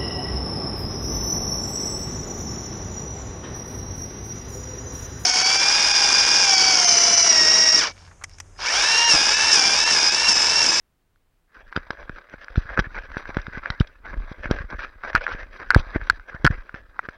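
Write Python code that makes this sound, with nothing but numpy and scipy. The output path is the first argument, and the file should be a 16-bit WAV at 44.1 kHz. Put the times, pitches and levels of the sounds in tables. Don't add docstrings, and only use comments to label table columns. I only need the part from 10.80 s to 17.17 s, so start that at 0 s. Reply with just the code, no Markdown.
import sys
import numpy as np
from scipy import signal
from scipy.fft import rfft, irfft
from scipy.io import wavfile
from scipy.ndimage import uniform_filter1d, map_coordinates

SR = 44100
rng = np.random.default_rng(int(sys.argv[2]) if len(sys.argv) > 2 else 0)


def output_pcm(signal):
    pcm = np.clip(np.atleast_2d(signal).T, -1, 1) * 32767
    wavfile.write(sys.argv[1], SR, np.round(pcm).astype(np.int16))


N = 280917

# push_peak_s, pull_level_db (before the push),
# push_level_db, length_scale_ms
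SQUEEZES = [(0.9637, -60, -16.5, 2.4), (0.9753, -62, -13, 2.5), (1.1055, -36, -17.5, 1.36),
            (1.2975, -58, -21.5, 2.9), (1.5414, -48, -26, 2.1), (1.7587, -67, -24.5, 1.6),
            (1.7832, -4.5, -13, 11.5), (1.862, -30.5, -55, 20), (1.98, -22, -18, 2),
            (1.992, -51, -6.5, 5.1), (1.9974, -55, -12.5, 2.1), (2.015, -50, -21, 16),
            (2.076, -25, -56, 15), (2.3694, -61, -15.5, 2.3), (2.4935, -39, -22.5, 2.2),
            (2.5702, -55, -8.5, 3.1), (2.594, -56, -21, 20), (2.686, -22, -54, 8),
            (2.7754, -51, -20.5, 3.3), (2.904, -57, -17, 8.2), (3.0097, -3.5, -5.5, 7.3),
            (3.345, -27.5, -56, 8), (3.5188, -22, -56, 6.1), (3.659, -27.5, -25.5, 4.9),
            (3.694, -54, -25, 3.2), (3.7023, -55, -24.5, 3), (3.712, -46, -0.5, 2.13),
            (3.815, -20, -53, 22), (3.9328, -40, -25.5, 4.3), (4.3494, -52, -13.5, 3.9),
            (4.381, -55, -20, 30), (4.549, -54, -24, 2.8), (4.9655, 7.5, 4, 7.2), (5.002, -18.5, -40, 15.5),
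            (5.15, -55, -25, 3.3), (5.1607, -53.5, -6.5, 2.9), (5.1638, -56, -11.5, 1.8),
            (5.226, -55, -21, 25), (5.313, -55, -25.5, 17), (5.548, -56, -25, 6.5), (5.6468, -36, -3, 3.5),
            (5.6533, -2.5, -11, 4.6), (5.6608, -24, -7, 7), (5.709, -12, -14, 10), (5.9436, -61, -25, 3.4),
            (6.2874, -53, -22, 1.9)]
# frequency_hz, width_hz, relative_gain_db
LOW_MODES = [(343, 490, -9), (573, 125, 0), (1082, 477, -6.5), (1479, 248, 1.5), (1488, 184, 2),
             (1644, 172, 3), (2055, 100, -3), (2372, 288, -7.5)]
# frequency_hz, width_hz, relative_gain_db
HIGH_MODES = [(2490, 470, 0.5), (3300, 170, 4), (3800, 333, 1.5), (4987, 200, -0.5), (5670, 350, -8),
              (7200, 500, 2)]
# frequency_hz, width_hz, relative_gain_db
AIR_MODE = [(1665, 1240, 6.5)]
SEAL_HZ = 5950
DRIFT = 0.03


def undb(db):
    return 10 ** (np.asarray(db) / 20)


def level(x, db):
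    return x * undb(db) / np.sqrt(np.mean(x ** 2))


def curve(table):
    s, *columns = np.transpose(table)
    return [np.interp(np.arange(N) / SR, s, column) for column in columns]


def walk(rate_hz):
    hold = int(SR / rate_hz)
    steps = np.repeat(rng.standard_normal(N // hold + 1), hold)
    return 1.68 * uniform_filter1d(steps, hold // 2 + 1)[:N]


def add(out, s, x):
    i = int(s * SR)
    out[i:i + len(x)] += x[:len(out) - i]


def ring(force, modes, shares):
    total = 0
    for share, (hz, width_hz, db) in zip(shares, modes):
        b, a = signal.iirpeak(hz, hz / width_hz, SR)
        total = total + share * undb(db) * signal.lfilter(b, a, force)
    shell = signal.ellip(5, 1, 30, SEAL_HZ, fs=SR, output="sos")
    return signal.sosfilt(shell, total)


def still():
    # frequency_hz, relative_level_db
    noise_shape = [(12, -37.5), (20, 10.5), (60, -5), (377, -17), (434, -19.5), (1570, -24), (6010, -35.5),
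                   (14700, -36.5), (16000, -34)]
    hz, db = np.transpose(noise_shape)
    bins_hz = np.fft.rfftfreq(N, 1 / SR)
    gain = undb(np.interp(np.log(bins_hz + 1), np.log(hz), db))
    return level(irfft(rfft(rng.standard_normal(N)) * gain, N), -66)


def swing():
    # time_s, relative_level_db
    swing_strength = [(0.7, -61), (0.82, -44), (1.48, -47.5), (1.72, -36), (2.11, -41.5), (2.4, -42.5),
                      (2.58, -34.5), (3.09, -61), (3.36, -30.5), (3.49, -41.5), (3.7, -32.5), (4.25, -40.5),
                      (4.81, -37), (5.1, -42), (5.53, -41), (5.82, -47.5), (6.21, -54.5), (6.37, -50)]
    shake_db, delay_s, spread_s = -35, 0.034, 0.044
    t = np.arange(N) / SR
    db, = curve(swing_strength)
    size = undb(db)
    for s, pull_db, push_db, _ in SQUEEZES:
        shake = np.exp(-((t - s - delay_s) / spread_s) ** 2)
        size = size + undb(max(pull_db, push_db) + shake_db) * shake
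    tugs = (rng.random(N) < 90 / SR) * rng.standard_normal(N)
    tugs = tugs * size * undb(2.6 * walk(14)) * (t > swing_strength[0][0])
    low = signal.sosfilt(signal.butter(2, 30, fs=SR, output="sos"), tugs)
    bumps = signal.sosfilt(signal.butter(2, [70, 300], "bandpass", fs=SR, output="sos"), tugs)
    return undb(55) * low + undb(24) * bumps


def pressure():
    # time_s, relative_level_db
    steady_rub = [(0.67, -74), (0.74, -66), (0.9, -57), (1.15, -50), (1.465, -54.5), (1.6, -52.5),
                  (1.85, -45), (2.12, -52), (2.25, -46.5), (2.65, -46.5), (2.97, -49.5), (3.2, -62.5),
                  (3.45, -47), (3.8, -52.5), (4.2, -54), (4.69, -53.5), (5.05, -42.5), (5.44, -57),
                  (5.75, -48), (6.03, -61.5)]
    # start_s, hold_ms, relative_level_db, brightness_db
    scuffs = [(0.75, 69, -51.5, -11), (0.958, 22, -38, -9), (1.057, 40, -50.5, -11),
              (1.109, 23, -42.5, -10), (1.195, 34, -43, -8), (1.351, 44, -47, -9), (1.529, 15.4, -44, -6.5),
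              (1.621, 18, -44, -10), (1.777, 16, -44, 0), (1.89, 55, -38, -12), (1.974, 22, -27.5, -20),
              (2.041, 17, -40, -14.5), (2.148, 39, -36.5, -10.5), (2.376, 22, -43, -1),
              (2.472, 27, -37, -8), (2.545, 55, -40, -11), (2.73, 49, -36.5, -11), (2.832, 59, -39.5, -16),
              (2.911, 21, -42, -17), (3.005, 17, -48.5, 3), (3.253, 86, -40.5, -13.5),
              (3.51, 14, -44.5, -1.5), (3.634, 32, -33, -13), (3.711, 12, -32, -9.5),
              (3.74, 77, -40.5, -14), (3.897, 42, -38, -21), (3.997, 55, -37.5, -10.5),
              (4.239, 62, -35.5, -12.5), (4.352, 20, -26.5, -27), (4.409, 25, -39, -22),
              (4.438, 12, -34, -6), (4.478, 20, -32, -12), (4.514, 115, -39.5, -15), (4.731, 43, -48, -3),
              (4.8, 36, -36, -14), (4.93, 28, -36, -15), (4.972, 26, -34, -1), (5.142, 23, -31.5, -16),
              (5.21, 20, -39.5, -11.5), (5.24, 130, -51, -2), (5.485, 12, -38.5, -9.5),
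              (5.519, 45, -42.5, -19), (5.652, 9, -31, -3), (5.712, 30, -37, -13), (5.945, 45, -47, -12),
              (6.15, 48, -53.5, -14), (6.228, 30, -42, -17), (6.288, 66, -54, -7)]
    attack_db_s, release_db_s = 1502, 801
    rub_bright_db = -9.5
    step = 16
    t = np.arange(0, N, step) / SR
    db = curve(steady_rub)[0][::step]
    reach = np.array([[0], [1], [1.9]])
    power = undb(db + reach * rub_bright_db) ** 2
    for s, hold_ms, db, bright_db in scuffs:
        before_s = np.maximum(s - t, 0)
        after_s = np.maximum(t - s - hold_ms / 1000, 0)
        fall_db = attack_db_s * before_s + release_db_s * after_s
        power = power + undb(db + reach * bright_db - (1 + 0.3 * reach) * fall_db) ** 2
    drive = np.sqrt(power) * (t > steady_rub[0][0])
    return np.repeat(drive, step, axis=1)[:, :N]


def rubbing():
    heavy_tail = undb(2.41 * np.minimum(rng.exponential(size=(2, N)), 3.2))
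    slips = (rng.random((2, N)) < 3000 / SR) * rng.standard_normal((2, N)) * heavy_tail
    slips += (rng.random(N) < 90 / SR) * rng.uniform(-1, 1, N) * undb(12)
    patches = undb(0.5 * walk(45) + 1.5 * walk(160))
    low_slips, high_slips, spray_slips = slips[[0, 1, 1]] * pressure() * patches

    shares = [(-1) ** k * undb(1.49 * walk(22)) for k in range(len(LOW_MODES))]
    shell = ring(low_slips, LOW_MODES, shares)
    body = undb(21.5) * shell + undb(8.5) * ring(shell, AIR_MODE, [1])
    lag = DRIFT * signal.lfilter([1], [1, 30 / SR - 1], walk(25))
    body = map_coordinates(body, [np.arange(N) + lag], mode="mirror")

    high_shares = [share * undb(0.8 * walk(40)) for share in shares]
    edge = ring(high_slips * undb(1.2 * walk(60)), HIGH_MODES, high_shares)
    spray_band = signal.butter(2, [8300, 11000], "bandpass", fs=SR, output="sos")
    spray = signal.sosfilt(spray_band, spray_slips)
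    return body + undb(10.3) * edge + undb(-15) * spray


def jolts(rise=0.26, overlap=0.13, brief=0.6):
    out = np.zeros(N)
    for s, pull_db, push_db, ms in SQUEEZES:
        rise_s = rise * ms / 1000
        for db, way, span_s in ((push_db, 1, rise_s), (pull_db, -1, brief * rise_s)):
            u = np.arange(int(8 * span_s * SR)) / (span_s * SR)
            hump = (u * np.exp(1 - u)) ** 2
            start_s = s - rise_s
            if way < 0:
                start_s = s - rise_s * (1 - overlap) - len(u) / SR
            add(out, start_s, way * undb(db) * hump[::way])
    return out


def leak(x):
    corner_hz, width_hz = 24.7, 26
    w = 2 * np.pi * corner_hz
    b, a = signal.bilinear([1, 0, 0], [1, 2 * np.pi * width_hz, w * w], SR)
    return signal.lfilter(b, a, x)


def knocks(chatter=0.19, fade=0.91, spot_db=5.5, direct_db=3, follow=0.2):
    # start_s, body_peak_db, contact_scale_ms, upper_mode_brightness_db
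    blows = [(0.359, -54, 2.9, -10), (0.745, -44, 2.2, -8), (0.926, -21.5, 7.6, -32),
             (0.963, -10, 3.7, -11), (0.9741, -20, 1.7, -22), (1.1057, -13, 4.1, -11),
             (1.172, -33.5, 1.8, -35), (1.2944, -20, 3.1, -20.5), (1.384, -28.5, 2.7, -22),
             (1.497, -39.5, 1.4, -2), (1.644, -31.5, 2, -4.5), (1.6826, -23, 2.4, -36),
             (1.7572, -20.5, 3.1, -12), (1.765, -32, 2.5, 0), (1.8986, -26, 3.9, -42),
             (1.9746, -8.5, 0.97, -25), (1.9916, -4.5, 12.3, -20), (1.9975, -14, 3, -8),
             (2.066, -30, 1.5, -33), (2.146, -24, 6.9, -34), (2.1656, -23, 3.2, -23),
             (2.317, -26.5, 4.2, -31), (2.3693, -14.5, 3.4, -27), (2.4549, -24, 5.8, -41),
             (2.5455, -25, 3, -15), (2.5689, -13, 3.6, -17), (2.587, -23, 4.1, -30), (2.6155, -36, 2, 0),
             (2.667, -20.5, 1.9, -17), (2.7716, -24.5, 1.8, -41), (2.8581, -12.5, 0.94, -27),
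             (2.9024, -11.5, 4.2, -8), (2.9992, -34, 3.1, 12), (3.0084, -16.5, 3.7, -12),
             (3.013, -16, 4.7, -36), (3.072, -42.5, 5.9, 3.5), (3.2655, -27, 5.9, -35),
             (3.3419, -30, 2, -30), (3.6568, -16, 1.4, -38), (3.7115, -21.5, 2.8, 5.5),
             (3.7184, -22, 2.8, -25), (3.808, -29, 1, -29), (3.902, -27, 7.8, -12), (3.9918, -20, 3.7, -27),
             (4.0206, -24, 2.7, -25), (4.2361, -17.5, 3.8, -32), (4.331, -21.5, 12, -27),
             (4.351, 1.5, 5, -47), (4.3595, -3, 6, -45), (4.412, -25, 1.7, -37), (4.466, -8.5, 1.2, -30),
             (4.479, -15.5, 1.3, -35), (4.518, -18, 23, -21), (4.8, -26, 2.1, -24), (4.9046, 3, 4, -57),
             (4.9135, -8, 1, -47), (4.9209, -19, 1.8, -45), (4.9462, 3.5, 5.3, -36), (4.954, -17, 2.5, -30),
             (5.1508, -26, 2.9, -19), (5.16, -18, 7.8, -33), (5.2137, -23, 4.1, -37), (5.2985, 5, 7, -52),
             (5.397, -29.5, 2, -25), (5.4967, -27, 2.3, -20), (5.547, -28, 5.5, -22),
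             (5.646, -12, 1.45, -5), (5.6497, 1.5, 8.4, -35), (5.6545, -16, 2, -15),
             (5.6646, 2.5, 4.1, -38), (5.6726, -2.5, 2.7, -52), (5.6755, -5.5, 2, -45),
             (5.8931, -25.5, 4.8, -39), (5.9429, -23, 1.5, -24.5), (5.948, -25, 2.5, -12),
             (6.1918, -8, 0.27, -77.5), (6.2879, -19, 8.9, -39)]
    out, t = np.zeros(N), np.arange(1500) / SR
    t_ms = t * 1000
    for (s, db, ms, bright_db), grit in zip(blows, rng.standard_normal((len(blows), 3, len(t)))):
        low_force, high_force = chatter * grit[:2] * np.exp(-(t_ms / (fade * ms)) ** 2)
        push_ms = 0.088 - 0.0009 * min(bright_db, 0)
        low_force = low_force + np.exp(-(t_ms / push_ms - 2.6) ** 2)
        spot = undb(spot_db * np.clip(grit[2], -1, 1))
        shell = ring(low_force, LOW_MODES[2:], spot)
        edge = ring(high_force, HIGH_MODES, spot[::-1])
        direct = undb(direct_db + follow * min(bright_db, -20)) * np.gradient(shell)
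        body = ring(shell, AIR_MODE, [1]) + direct
        blow = body / np.abs(body).max() + undb(bright_db) * edge / np.abs(edge).max()
        stretch = 1 + DRIFT * np.clip(grit[2, -1], -2, 2)
        add(out, s, undb(db) * np.interp(t * stretch, t, blow))
    return out


def scene():
    air = leak(jolts() + swing())
    return (rubbing() + air + knocks())[None]


def record(dry):
    ceiling, coupling_hz, top_hz = .66, 12, 15900
    notch_hz, notch_width_hz = 8060, 770
    limited = dry / (1 + np.abs(dry / ceiling) ** 7) ** (1 / 7)
    coupled = signal.lfilter(*signal.butter(1, coupling_hz, "highpass", fs=SR), limited)
    notched = signal.lfilter(*signal.iirnotch(notch_hz, notch_hz / notch_width_hz, SR), coupled)
    top_cut = signal.ellip(12, .2, 70, top_hz, fs=SR, output="sos")
    return signal.sosfilt(top_cut, notched + still())


dry = scene()
out = record(dry)
output_pcm(out)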